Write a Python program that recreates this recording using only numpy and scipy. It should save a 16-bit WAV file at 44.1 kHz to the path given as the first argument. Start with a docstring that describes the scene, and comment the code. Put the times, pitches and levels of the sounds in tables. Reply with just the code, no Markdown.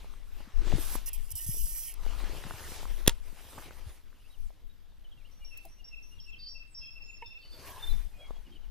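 """Casting on a still lake

A baitcasting rod is pitched from a boat, heard by a chest camera with two microphone ports.
Friction makes the jacket rustle and the line hiss off the spool under the thumb; impacts of fingers
and clutch ring the reel. Birds whistle on the wooded shore, which reflects their notes.
Air and body movement rumble in the ports."""
import sys
import numpy as np
from scipy import signal
from scipy.fft import rfft, irfft, next_fast_len
from scipy.io import wavfile
from scipy.ndimage import uniform_filter1d, map_coordinates

SR = 44100
rng = np.random.default_rng(int(sys.argv[2]) if len(sys.argv) > 2 else 0)


def persist_wave(psi):
    """Save psi, clipped to +-1, as 16-bit WAV."""
    counts = np.round(np.clip(psi, -1, 1) * 32767).astype(np.int16)
    wavfile.write(sys.argv[1], SR, np.atleast_2d(counts).T)


N = 383688
T = np.arange(N) / SR
IMPACT_T = T[:SR // 8]


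def amp(db):
    """Decibels as an amplitude ratio."""
    return 10 ** (np.asarray(db) / 20)


def unit(x):
    """Normalisation to an rms of 1."""
    return x / np.sqrt(np.mean(x ** 2) + 1e-20)


def along(points, hz):
    """Interpolation of (frequency_hz, value) points on a logarithmic axis."""
    knots_hz, values = np.transpose(points)
    return np.interp(np.log(hz + 1), np.log(knots_hz + 1), values)


def curves(rows):
    """Linear envelopes, one for each column after the time."""
    times_s, *columns = np.transpose(rows)
    return [np.interp(T, times_s, column) for column in columns]


def wobble(rate_hz, n=N):
    """Smooth random modulation, n samples long."""
    return map_coordinates(rng.standard_normal(int(n * rate_hz / SR) + 4), [T[:n] * rate_hz])


def glide(pitches_hz, progress):
    """A parabolic glide through three pitches as progress runs from 0 to 1."""
    return np.polyval(np.polyfit([0, .5, 1], pitches_hz, 2), progress)


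def add(track, start_s, sound):
    """Superposition of a sound on a track."""
    part = track[round(start_s * SR):][:len(sound)]
    part += sound[:len(part)]


def filtered(x, response):
    """Linear filtering by a complex frequency response."""
    size = next_fast_len(N + SR // 2)
    return irfft(rfft(x, size) * response(np.fft.rfftfreq(size, 1 / SR)), size)[..., :N]


def resonances(modes):
    """Frequency response of damped resonators summed with alternating sign."""
    return lambda hz: sum((-1) ** k * amp(db) * 1j * hz * width / (centre**2 - hz**2 + 1j * hz * width)
                          for k, (centre, width, db) in enumerate(modes))


def patchy(x, patch_db, bins, frames):
    """Spectral modulation: random gain patches, sized in 86 Hz bins and 6 ms frames."""
    spectra = signal.stft(x, nperseg=512)[2]
    field = uniform_filter1d(rng.standard_normal(spectra.shape[-2:]), bins, axis=0)
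    field = uniform_filter1d(field, frames, axis=1)
    return signal.istft(spectra * amp(patch_db * unit(field)), nperseg=512)[1][..., :N]


def noise(spectrum, correlation, grain_db, patch_db):
    """Partly correlated stereo noise of rms 1; grain_db adds crackle, patch_db shifting bands."""
    grains = rng.standard_normal((2, N)) * amp(grain_db * wobble(640))

    def response(hz):
        angle = np.arccos(np.clip(along(correlation, hz), -1, 1)) / 2
        return amp(along(spectrum, hz)) * [np.cos(angle), np.sin(angle)]
    mid, side = filtered(patchy(grains, patch_db, bins=6, frames=9), response)
    return unit(np.array([mid + side, mid - side]))


# Share of the phase lead and shading that acts between the ports: frequency_hz, share
PORT_SHARE = [(4000, 0.08), (7000, 0.42), (9500, 0.41), (15000, 1)]

def ports(x, lead_rad, shade_db):
    """Path difference and shadowing: the left port's phase and level part from the right's in treble."""
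    def response(hz):
        share = np.array([[.5], [-.5]]) * along(PORT_SHARE, hz)
        return amp(share * shade_db) * np.exp(1j * share * lead_rad)
    return filtered(x, response)


# Spectrum of the far shore: frequency_hz, gain_db
HUSH_SPECTRUM = [(40, -22), (60, 10.5), (130, -3), (280, -8.5), (550, -16.5), (1100, -21), (2400, -25),
                 (3500, -19), (4300, -22.5), (7000, -32.5), (11500, -28.5), (13300, -19.5), (14300, -33.5),
                 (15200, -67.5)]
# Its likeness at the two ports: frequency_hz, correlation
HUSH_CORRELATION = [(60, 0.44), (180, 0.2), (550, 0.2), (1650, 0.63), (4970, 0.54), (15000, -0.37)]

def shore_hush():
    """Distant sound arrives as nearly steady noise, only partly coherent between the ports."""
    hush = noise(HUSH_SPECTRUM, HUSH_CORRELATION, grain_db=-1.5, patch_db=2.1)
    return amp(-64.5 + 0.54 * wobble(12)) * hush


# Air and body movement on the ports: time_s, level_db
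BUFFET_LEVELS = [(0.0, -42), (0.51, -49), (0.56, -35), (0.94, -38.5), (0.99, -37.5), (1.04, -39.5),
                 (1.43, -47.5), (1.65, -35.5), (1.79, -52.5), (1.84, -46), (2.3, -31), (2.35, -42),
                 (2.78, -46), (2.88, -35.5), (3.51, -53), (3.85, -44.5), (4.26, -55.5), (4.46, -40.5),
                 (4.56, -53), (4.68, -43), (4.72, -51.5), (7.17, -50.5), (7.27, -57), (7.8, -49.5),
                 (7.95, -32), (8.07, -38), (8.12, -47.5), (8.41, -43.5), (8.53, -54), (8.7, -42.5)]
# Spectrum of that pressure: frequency_hz, gain_db
BUFFET_SPECTRUM = [(8.8, -24), (15, 5.5), (36, -5.5), (45, -10), (59, -27), (92, -39), (200, -38.5),
                   (260, -54.5), (440, -120)]

def buffet():
    """Low pressure fluctuations, partly in antiphase; a stronger push favours the left port more."""
    db, = curves(BUFFET_LEVELS)
    pan_db = 5.5 + 0.7055 * (db + 53.5)
    balance = amp(np.array([pan_db, -pan_db]) / 2)
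    lumps = amp(2.5 * wobble(12))
    rumble = noise(BUFFET_SPECTRUM, [(30, -0.5), (150, -0.19)], grain_db=-2, patch_db=0.5)
    return amp(db + 2) * lumps * balance * rumble


# Jacket movement: time_s, level_db, relative_treble_db
SLEEVE_LEVELS = [(0.0, -62, -3), (0.256, -70, 1.5), (0.39, -63, 0.5), (0.526, -63, -6.5), (0.744, -50, -3),
                 (0.824, -54.5, 14.5), (0.97, -58.5, 11), (1.04, -64, 4.5), (1.4, -72.5, 15.5),
                 (1.92, -69.5, 11), (1.954, -64.5, -0.5), (2.084, -57, 3), (2.226, -54, -2),
                 (2.746, -56, 7.5), (3.08, -61.5, 1.5), (3.17, -68.5, 3.5), (3.62, -56, 3.5),
                 (3.69, -60.5, -0.5), (3.95, -66.5, 6.5), (4.03, -73, -1.5), (4.45, -73, 8.5),
                 (4.68, -80, -10), (5.66, -72.5, 6), (5.89, -77.5, -6), (6.12, -79, 11.5),
                 (6.26, -79.5, -9.5), (7.4, -75.5, -8), (7.5, -74, 6.5), (7.56, -62, 1), (7.66, -56.5, 3.5),
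                 (7.8, -58, 4), (7.97, -62, 5), (8.1, -71.5, 5), (8.31, -65, -6.5), (8.42, -69.5, -2),
                 (8.7, -73.5, -7.5)]
# Spectra of fabric folding, popping and sliding: frequency_hz, gain_db
FOLD_SPECTRUM = [(35, -42.5), (60, 9.5), (190, -10), (346, -6), (681, -8.5), (937, -8), (1810, -11),
                 (2910, -10.5), (7000, -21.5), (9100, -28.5), (15400, -120)]
CREASE_SPECTRUM = [(150, -38.5), (400, -3), (1000, -5), (2500, -15.5), (6000, -16.5), (12000, -44.5)]
SHEEN_SPECTRUM = [(3000, -46.5), (5000, -6), (7000, -10), (10000, -3.5), (13500, -2.5), (14500, -6),
                  (15600, -54.5)]

def sleeves():
    """Friction and buckling: coated fabric folds dully, pops at creases and slides with a sheen."""
    db, treble_db = curves(SLEEVE_LEVELS)
    folds = noise(FOLD_SPECTRUM, [(100, 0.37), (600, 0.85), (7000, 0.75)], grain_db=-1.5, patch_db=2.2)
    folds *= amp(db + 5.5 + 1.2 * wobble(30))
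    pops_per_s = 120 * np.clip((db + 68) / 12, 0, 1)  # only brisk movement pops the creases
    sizes = amp(3 * np.minimum(rng.exponential(size=N), 2)) * np.clip(rng.standard_normal(N), -1.5, 1.5)
    pops = (rng.random(N) < pops_per_s / SR) * sizes
    creases = amp(db - 14.5) * unit(filtered(pops, lambda hz: amp(along(CREASE_SPECTRUM, hz))))
    sheen = noise(SHEEN_SPECTRUM, [(5000, 0.57)], grain_db=1, patch_db=3.5)
    sheen *= amp(db + treble_db - 1.5 + 1.3 * wobble(25))
    return (folds + creases) * amp([[.8], [-.8]]) + ports(sheen, lead_rad=-3.5, shade_db=-3.5)


def tick():
    """A broadband transient: differentiated noise, bright and quickly damped."""
    t = IMPACT_T
    envelope = np.clip(t / 0.00031, 0, 1) * amp(-60 * t / 0.026)
    return 0.86 * envelope * np.diff(rng.standard_normal(len(t) + 1))


def knock(hz, t60_s, attack_s, suboctave=0):
    """Impact excites a damped mode, a snap and a tick; the longer the ring, the weaker the snap."""
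    t = IMPACT_T
    ring = amp(-60 * t / t60_s) * (np.sin(2 * np.pi * hz * t) + suboctave * np.sin(np.pi * hz * t))
    span = round(SR / (2.2 * max(hz, 900)))
    dull_noise = unit(uniform_filter1d(uniform_filter1d(rng.standard_normal(len(t)), span), span))
    snap = 0.0066 / t60_s * amp(-60 * t / 0.0095) * dull_noise
    return np.clip(t / attack_s, 0, 1) * (ring + snap) + amp(-29) * tick()


# Knocks of fingers, seams and buckles: start_s, level_db, pitch_hz
FINGER_TAPS = [(0.044, -38.5, 930), (0.137, -39.5, 1160), (0.405, -32.5, 590), (0.62, -34, 700),
               (0.677, -31.5, 500), (0.678, -38, 2420), (0.717, -28.5, 573), (0.719, -34.5, 3400),
               (0.7256, -23, 710), (0.754, -34.5, 600), (0.782, -35.5, 466), (0.9535, -23, 1100),
               (0.955, -38, 1696), (0.958, -31.5, 620), (1.079, -44.5, 990), (1.544, -42, 300),
               (1.664, -47, 500), (1.667, -51.5, 3500), (1.689, -53, 1400), (2.064, -32.5, 766),
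               (2.2, -36, 860), (2.2019, -30, 1810), (2.239, -36, 910), (2.274, -37, 601),
               (2.348, -35, 848), (2.382, -36, 481.5), (2.412, -34.5, 440), (2.439, -32, 1780),
               (2.508, -26.5, 1510), (2.509, -36.5, 1010), (2.537, -35.5, 1500), (2.719, -34, 2040),
               (2.83, -32.5, 877), (2.854, -29.5, 1080), (3.451, -38.5, 1025), (3.579, -31, 990),
               (3.582, -34.5, 2290), (3.586, -35, 1710), (3.596, -40.5, 754), (3.708, -36, 2130),
               (3.708, -37, 804), (4.128, -48.5, 1500), (4.504, -43, 600), (8.307, -33.5, 1110)]

def taps():
    """Heavily damped impacts, each ring dying within ten cycles."""
    out = np.zeros(N)
    for start_s, db, hz in FINGER_TAPS:
        add(out, start_s, amp(db) * knock(hz, t60_s=min(0.0077, 9.6 / hz), attack_s=0.0014))
    return ports(out, lead_rad=4.6, shade_db=-10)


# Arm and strap bumping the camera: start_s, level_db, nominal_pitch_hz, decay_cycles
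CAMERA_BUMPS = [(0.472, -40.5, 223, 10.5), (0.671, -22, 190, 1), (0.737, -9, 111, 1.5),
                (0.75, -22, 147, 8.5), (0.781, -29.5, 362, 14.5), (0.949, -35, 241, 15),
                (1.311, -37, 75, 7), (1.335, -29.5, 79, 7.5), (1.462, -33.5, 99, 9), (1.488, -23.5, 124, 8),
                (2.224, -36, 300, 4), (2.238, -31, 298, 6), (2.296, -29, 350, 6), (2.45, -32, 151, 6),
                (2.465, -29, 219, 6), (2.54, -31.5, 110, 5.5), (3.327, -36, 229, 5),
                (3.862, -31.5, 72.4, 9.5)]

def thumps():
    """Soft impacts give low damped oscillations that sag in pitch, stronger at the left port."""
    out, t = np.zeros(N), T[:SR // 5]
    for start_s, db, hz, decay_cycles in CAMERA_BUMPS:
        t60_s = decay_cycles / hz
        sag = 0.62 + 0.59 * np.exp(-t / (0.2 * t60_s))
        cycles = np.cumsum(hz * sag * (1 + 0.086 * wobble(67, len(t)))) / SR
        attack = np.clip(t / (0.099 * t60_s), 0, 1)
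        decay = amp(db - 60 * t / t60_s + 2.06 * wobble(84, len(t)))
        add(out, start_s, -attack * decay * np.sin(2 * np.pi * cycles))
    return out * amp([[2.5], [-2.5]])


# Cloth sliding over an air pocket: start_s, length_s, first_hz, middle_hz, last_hz, level_db
CUFF_SLIDES = [(0.56, 0.304, 299.4, 380, 327, -46.5), (1.549, .04, 350, 404, 350, -57),
               (7.481, 0.26, 420, 560, 750, -61), (7.601, 0.3, 1080, 1014, 721, -51),
               (7.598, 0.3, 1750, 1700, 1615, -59), (8.166, 0.094, 650, 620, 695, -55),
               (8.197, 0.11, 2300, 2240, 2070, -59.5), (8.249, 0.091, 1148, 1120, 1100, -62),
               (8.45, 0.13, 264, 253.5, 220, -55)]

def cuff(width_hz=260):
    """Cavity resonance: narrowband noise follows the pitch of the air pocket, swelling and fading."""
    out = np.zeros(N)
    for start_s, length_s, *pitches_hz, db in CUFF_SLIDES:
        n = round(length_s * SR)
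        progress = np.linspace(0, 1, n)
        phase = 2 * np.pi * np.cumsum(glide(pitches_hz, progress)) / SR
        band = wobble(width_hz, n) * np.cos(phase) + wobble(width_hz, n) * np.sin(phase)
        add(out, start_s, amp(db - 3.5) * np.sin(np.pi * progress) * band)
    return out


# The rod cutting the air and a sleeve sweeping past: start_s, rise_s, fall_s, level_db
SWEEPS = [(0.625, 0.045, 0.48, -51), (.8, 0.17, 0.03, -51), (2.12, 0.1, 0.39, -61),
          (2.62, 0.13, 0.17, -50.5)]
# Spectrum of the rushing air: frequency_hz, gain_db
SWISH_SPECTRUM = [(300, -20), (800, -1.5), (2500, -3), (3500, -0.5), (6000, -5.5), (7200, -4), (15000, -28)]

def swishes():
    """Aerodynamic noise: a mid-band rush swells and fades with each sweep."""
    envelope = sum(amp(db) * np.interp(T, start_s + np.cumsum([0, rise_s, fall_s]), [0, 1, 0])
                   for start_s, rise_s, fall_s, db in SWEEPS)
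    rush = noise(SWISH_SPECTRUM, [(1000, 1.0), (6000, 0.57)], grain_db=1, patch_db=-0.5)
    return envelope * amp(1.6 * wobble(39.5)) * rush


# Line slipping under the thumb: start_s, length_s, first_db, last_db
LINE_SLIPS = [(0.773, 0.193, -59, -36.5), (1.059, 0.039, -37, -38.5), (1.131, 0.042, -35, -54),
              (1.3045, 0.007, -37, -40), (1.3125, 0.015, -39, -35), (1.353, 0.051, -37, -40),
              (1.405, 0.056, -40, -38), (1.462, 0.43, -37.5, -40), (1.889, 0.04, -42, -49),
              (1.939, 0.0065, -38, -46)]
# The free spool ticking between slips: start_s, length_s, rotation_hz
SPOOL_COAST = (1.175, .12, 105)
# Resonances of spool and guides: centre_hz, width_hz, gain_db
SPOOL_MODES = [(5280, 1100, -2.5), (6550, 770, -4), (8070, 740, -2.5), (10330, 590, 4.5), (11550, 730, 6),
               (12400, 630, 6), (13450, 590, 6), (14300, 1300, -5), (15500, 900, -5)]

def line():
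    """Sliding friction: braided line rubs the thumb in sudden runs, and its grains ring the spool."""
    envelope = np.zeros(N)
    for start_s, length_s, first_db, last_db in LINE_SLIPS:
        t = T[:round(length_s * SR)]
        edges = np.clip(np.minimum(t / 0.0014, (length_s - t) / 0.0054), 0, 1)
        add(envelope, start_s, edges * amp(first_db + (last_db - first_db) * t / length_s))
    start_s, length_s, rotation_hz = SPOOL_COAST
    add(envelope, start_s, amp(-53) * np.sin(np.pi * rotation_hz * T[:round(length_s * SR)]) ** 4)
    grains = rng.standard_normal(N) * amp(1.1 * wobble(980) + 0.47 * wobble(120))
    spool = lambda hz: resonances(SPOOL_MODES)(hz) * hz ** 8 / (hz ** 8 + 4700. ** 8)  # high-passed
    rub = envelope * unit(filtered(patchy(grains, patch_db=2.5, bins=7, frames=12), spool))
    scatter = amp(-9.5) * envelope * unit(filtered(rng.standard_normal((2, N)), spool))
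    return ports(rub, lead_rad=-4, shade_db=-8.5) + scatter


# Spool bearings under load: time_s, level_db
BEARING_LEVELS = [(1.05, -68), (1.084, -45.5), (1.116, -56), (1.156, -54.5), (1.26, -68), (1.35, -62),
                  (1.4, -58), (1.83, -57.5), (1.908, -51.5), (1.98, -65)]
# Their resonances: centre_hz, width_hz, gain_db
BEARING_MODES = [(1820, 90, 0), (2130, 70, -0.5), (2260, 80, 1), (3050, 520, 5)]

def bearings():
    """Forced vibration: the spinning spool shakes its bearings into a whirr."""
    db = np.interp(T, *np.transpose(BEARING_LEVELS), left=-120, right=-120)
    shake = patchy(rng.standard_normal(N) * amp(1.5 * wobble(280)), patch_db=5.5, bins=3, frames=12)
    whirr = filtered(shake, resonances(BEARING_MODES))
    return amp(db - 3) * unit(filtered(whirr, resonances([(2465, 3600, 0)])))


# Clutch parts striking: start_s, level_db, thump_db, tilt_db_per_octave
CLUTCH_STRIKES = [(3.0636, -25, -52.5, -6), (3.0752, -14, -51.5, 0.5), (3.0779, -3, -7.5, 2),
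                  (3.083, -23, -61.5, -5.5), (3.0908, -29.5, -61.5, -5.5), (3.0942, -12, -42.5, -3)]
# Modes of the reel frame: pitch_hz, level_db, t60_s
FRAME_MODES = [(520, -12.5, 0.0052), (930, -25, 0.062), (1500, -9.5, .006), (1800, -6.5, 0.0076),
               (2790, -12, 0.017), (3430, 5, 0.0052), (3770, -12.5, 0.01), (4950, -13, 0.011),
               (6560, -1, 0.0054), (9400, -1.5, 0.0059), (11300, 8, 0.0038), (14800, -11.5, 0.0019)]

def clutch():
    """Modal ringing: each part strikes the frame; the hardest click comes with a short, low thump."""
    out, t = np.zeros(N), IMPACT_T
    thump = 0.48 * np.exp(-t / 0.009) * np.clip(t / 0.001, 0, 1)
    thump -= np.sin(np.pi * np.clip(t / 0.0017, 0, 1))
    for start_s, db, thump_db, tilt_db in CLUTCH_STRIKES:
        ring = np.zeros(len(t))
        for hz, mode_db, t60_s in FRAME_MODES:
            struck_db = mode_db + tilt_db * np.log2(hz / 3000) + rng.uniform(-0.3, 1)
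            ring += amp(struck_db - 60 * t / t60_s) * np.sin(2 * np.pi * hz * t)
        crack = 1.6 * amp(2 * tilt_db - 60 * t / 0.005) * rng.standard_normal(len(t))
        rattle = 0.095 * amp(-60 * t / 0.092) * uniform_filter1d(rng.standard_normal(len(t)), size=3)
        attack = np.clip(t / 0.00082, 0, 1)
        add(out, start_s, amp(db - 3.5) * attack * (ring + crack + rattle) + amp(thump_db) * thump)
    return ports(out, lead_rad=4.5, shade_db=-7)


def whistle(length_s, pitches_hz, rise=.35, fall=.35, jitter=0, dip=0, dip_s=.004, hoarse=False):
    """A gliding tone whose pitch dips as the beak shuts, or, if hoarse, scoops up over an undertone."""
    n = round((length_s + 0.0081) * SR)
    progress = np.linspace(0, 1, n)
    from_edge_s = (progress if hoarse else 1 - progress) * length_s
    hz = glide(pitches_hz, progress) * (1 - dip * np.exp(-from_edge_s / dip_s))
    hz *= 1 + jitter * uniform_filter1d(rng.standard_normal(n), size=90) * 90 ** .5
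    tone = np.sin(2 * np.pi * np.cumsum(hz) / SR)
    if hoarse:
        under_hz = .945 * hz * (1 - .06 * np.exp(-from_edge_s / .004) + .02 * wobble(400, n))
        tone += amp(-7) * np.exp(-from_edge_s / .018) * np.sin(2 * np.pi * np.cumsum(under_hz) / SR)
    return np.clip(progress / rise, 0, 1) * np.clip((1 - progress) / fall, 0, 1) * tone


HOARSE_VOICE = dict(rise=.05, jitter=.008, dip=.035, hoarse=True)
NOTE_LEAD_S = .006
# Scattered bird calls and their faint echoes: start_s, length_s, first_hz, middle_hz, last_hz, level_db
CALLS_AND_ECHOES = [(4.156, 0.03, 3250, 2760, 2350, -70), (4.198, 0.02, 2650, 2900, 3150, -66),
                    (4.221, 0.008, 3100, 2880, 2650, -71), (4.244, 0.038, 2600, 2720, 3350, -67),
                    (4.303, 0.018, 3700, 3850, 3850, -67), (4.328, 0.014, 3800, 3820, 3750, -70),
                    (4.34, 0.022, 3400, 2950, 2550, -70), (4.42, 0.07, 9300, 8300, 6900, -67),
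                    (4.69, 0.04, 3500, 3800, 3700, -72), (4.91, 0.025, 3750, 3650, 3600, -72),
                    (5.046, 0.032, 3400, 2960, 3200, -63), (5.076, 0.024, 3150, 3500, 4000, -70),
                    (5.116, 0.028, 3450, 3200, 3050, -62), (5.174, 0.026, 2900, 2750, 2620, -68),
                    (5.203, 0.03, 2700, 2380, 2120, -71), (5.246, 0.022, 2680, 2830, 3400, -64),
                    (5.268, 0.016, 3300, 2830, 2750, -64), (5.29, 0.016, 2300, 2150, 2150, -71),
                    (6.188, 0.022, 3460, 3250, 2890, -59.5), (6.293, 0.017, 8100, 7600, 7300, -65),
                    (6.332, 0.022, 3440, 3130, 2910, -56), (6.364, 0.011, 2900, 3110, 3410, -61),
                    (6.39, 0.028, 3950, 3650, 3520, -65), (6.262, 0.014, 2850, 2900, 2880, -60),
                    (6.41, 0.11, 3150, 3130, 3150, -69), (6.675, 0.072, 8150, 8050, 7800, -64),
                    (6.26, .035, 8250, 8200, 8100, -69), (6.787, 0.114, 5260, 5260, 5250, -53),
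                    (6.805, 0.114, 3280, 3300, 3300, -64), (7.035, 0.145, 6750, 6900, 6900, -63),
                    (5.41, .07, 2450, 2350, 2400, -67), (7.25, 0.057, 3660, 3570, 3600, -57),
                    (7.33, .03, 3600, 3580, 3600, -65), (7.37, .02, 3600, 3600, 3560, -67),
                    (7.4, .05, 3560, 3600, 3580, -65), (7.52, .04, 3560, 3540, 3520, -64),
                    (7.79, .03, 3560, 3600, 3640, -56), (8.345, .045, 3290, 3300, 3300, -68),
                    (7.43, 0.022, 3350, 3000, 2750, -62), (7.455, 0.025, 2950, 3000, 2950, -60),
                    (7.827, 0.027, 3640, 3580, 3590, -37.5), (7.87, 0.03, 3590, 3590, 3590, -51),
                    (7.91, 0.045, 3580, 3590, 3580, -54), (7.893, 0.036, 4040, 4000, 4040, -53),
                    (8.13, 0.09, 2480, 2470, 2500, -66), (8.18, 0.105, 3300, 3300, 3270, -60.5),
                    (8.455, 0.03, 3100, 2900, 2700, -68), (8.519, 0.025, 3230, 3160, 3170, -59.5),
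                    (8.556, 0.022, 3290, 2980, 2910, -61), (8.632, 0.025, 3200, 2950, 2750, -65)]

def calls_and_echoes():
    """Frequency glides, voiced by register; yields (start_s, note, echo_gain)."""
    for start_s, length_s, *pitches_hz, db in CALLS_AND_ECHOES:
        middle_hz = pitches_hz[1]
        if middle_hz > 6300:
            voice, echo_gain = dict(fall=.1, jitter=.004, dip=.14, dip_s=.007), .35
        elif middle_hz > 4500:
            voice, echo_gain = HOARSE_VOICE, .7
        else:
            voice, echo_gain = dict(jitter=.004 if middle_hz > 3400 else 0), .35
        yield start_s - NOTE_LEAD_S, amp(db + 2) * whistle(length_s, pitches_hz, **voice), echo_gain


# A songbird's couplets: start_s, wait_s, high_hz, high_db, low_hz, low_db
COUPLETS = [(5.317, .1, 5820, -70, 2875, -59), (5.451, .071, 5590, -54.5, 2690, -48),
            (5.692, .098, 5750, -66, 2840, -60.5), (5.848, .076, 5530, -53.5, 2690, -48),
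            (6.029, .091, 5740, -58.5, 2825, -60.5), (6.206, .075, 5470, -54.5, 2690, -47.5),
            (6.489, .071, 5470, -48.5, 2690, -48.5), (6.751, .076, 5460, -50, 2690, -47.5),
            (6.91, .054, 5380, -56.5, 2690, -49), (7.026, .058, 5350, -56.5, 2690, -49.5),
            (7.147, .054, 5370, -57, 2690, -49.5), (7.265, .044, 5380, -53, 2690, -46.5)]

def songbird(low_lead_s=.014, low_note_s=.025):
    """Tone pairs about an octave apart, high then low, strongly reflected by the trees around them."""
    for start_s, wait_s, high_hz, high_db, low_hz, low_db in COUPLETS:
        high = whistle(0.79 * wait_s, [high_hz] * 3, **HOARSE_VOICE)
        low = whistle(low_lead_s + low_note_s, [low_hz] * 3, rise=.8, fall=.1, dip=.14, dip_s=.002)
        yield start_s - NOTE_LEAD_S, amp(high_db + 2) * high, .7
        yield start_s - NOTE_LEAD_S + wait_s - low_lead_s, amp(low_db + 2) * low, 1.15


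# Dry ticks: start_s, level_db
DRY_TICKS = [(5.574, -41), (5.652, -45)]

def dry_ticks():
    """Transients without resonance have no pitch."""
    out = np.zeros(N)
    for start_s, db in DRY_TICKS:
        add(out, start_s, amp(db) * tick())
    return ports(out, lead_rad=4.6, shade_db=-10)


# Knocks on something hollow: start_s, level_db, pitch_hz, upper_modes_db
HOLLOW_KNOCKS = [(5.648, -46.5, 778, -64), (5.656, -45, 666, -65), (7.222, -35, 934, -32)]
# Its upper modes: pitch_hz, level_db
HOLLOW_MODES = [(1800, -15), (2200, -9.5), (2500, -12), (2900, -14)]

def hollow_knocks():
    """Light damping lets a hollow body ring; its upper modes die sooner."""
    out, t = np.zeros(N), IMPACT_T
    upper_attack = np.clip(t / 0.0017, 0, 1)
    for start_s, db, hz, upper_db in HOLLOW_KNOCKS:
        add(out, start_s, amp(db) * knock(hz, t60_s=0.068, attack_s=0.0042, suboctave=0.28))
        for mode_hz, mode_db in HOLLOW_MODES:
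            decay = amp(upper_db + mode_db + 1.2 * wobble(530, len(t)) - 60 * t / 0.037)
            add(out, start_s + 0.00198, upper_attack * decay * np.sin(2 * np.pi * mode_hz * t))
    return ports(out, lead_rad=4.6, shade_db=-10)


# Buzzed bird notes: start_s, length_s, pitch_hz, buzz_hz, roughness, level_db
BUZZED_NOTES = [(6.382, 0.14, 4643, 334, 0.1, -47.5), (7.383, 0.27, 4530, 142, 0.55, -57.5)]

def buzzes():
    """Fast frequency modulation gives a whistle sidebands, heard as a buzz."""
    for start_s, length_s, hz, buzz_hz, roughness, db in BUZZED_NOTES:
        t = T[:round(length_s * SR)]
        drift_hz = 35 * wobble(41.4, len(t)) + 300 * roughness * wobble(900, len(t))
        phase = 2 * np.pi * np.cumsum(hz + drift_hz) / SR + 0.5 * np.sin(2 * np.pi * buzz_hz * t)
        envelope = np.clip(np.minimum(t, length_s - t) / (0.16 * length_s), 0, 1)
        yield start_s, amp(db) * envelope * np.sin(phase), .5


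# Reflections from stands of trees: delay_s, level_db
TREE_ECHOES = [(.043, -6), (.078, -17), (.11, -19)]

def across_lake(notes, t60_s=0.5, foliage_cutoff_hz=6300):
    """Propagation: air over the water makes notes flutter; the woods scatter them and absorb treble."""
    direct, to_woods = np.zeros((2, N))
    for start_s, note, echo_gain in notes:
        add(direct, start_s, note)
        add(to_woods, start_s, echo_gain * note)
    direct *= amp(3 * wobble(55) + .8 * wobble(300))
    t = T[:SR // 2]
    woods = amp(-32.5 - 60 * t / t60_s) * np.clip(t / 0.016, 0, 1) * rng.standard_normal((2, len(t)))
    for delay_s, db in TREE_ECHOES:
        for channel in woods:
            add(channel, delay_s - .002, amp(db - 21) * unit(rng.standard_normal(round(.006 * SR))))
    echo = signal.fftconvolve(to_woods[None], woods, axes=1)[:, :N]
    echo = filtered(echo, lambda hz: 1 / (1 + (hz / foliage_cutoff_hz) ** 12))
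    return ports(direct + echo, lead_rad=5, shade_db=-3.5)


def scene():
    """Superposition: the pressures of all sources add at the two ports."""
    background = shore_hush() + buffet()
    angler = sleeves() + taps() + thumps() + cuff()
    cast = swishes() + line() + bearings() + clutch()
    birds = across_lake([*calls_and_echoes(), *songbird(), *buzzes()])
    return background + angler + cast + birds + dry_ticks() + hollow_knocks()


def record(dry, cutoff_hz=15800):
    """Soft saturation rounds peaks near full scale, and a steep low-pass limits the bandwidth."""
    limited = dry / (1 + np.abs(dry) ** 8) ** (1 / 8)
    return filtered(limited, lambda hz: 1 / (1 + (hz / cutoff_hz) ** 120))


dry = scene()
out = record(dry)
persist_wave(out)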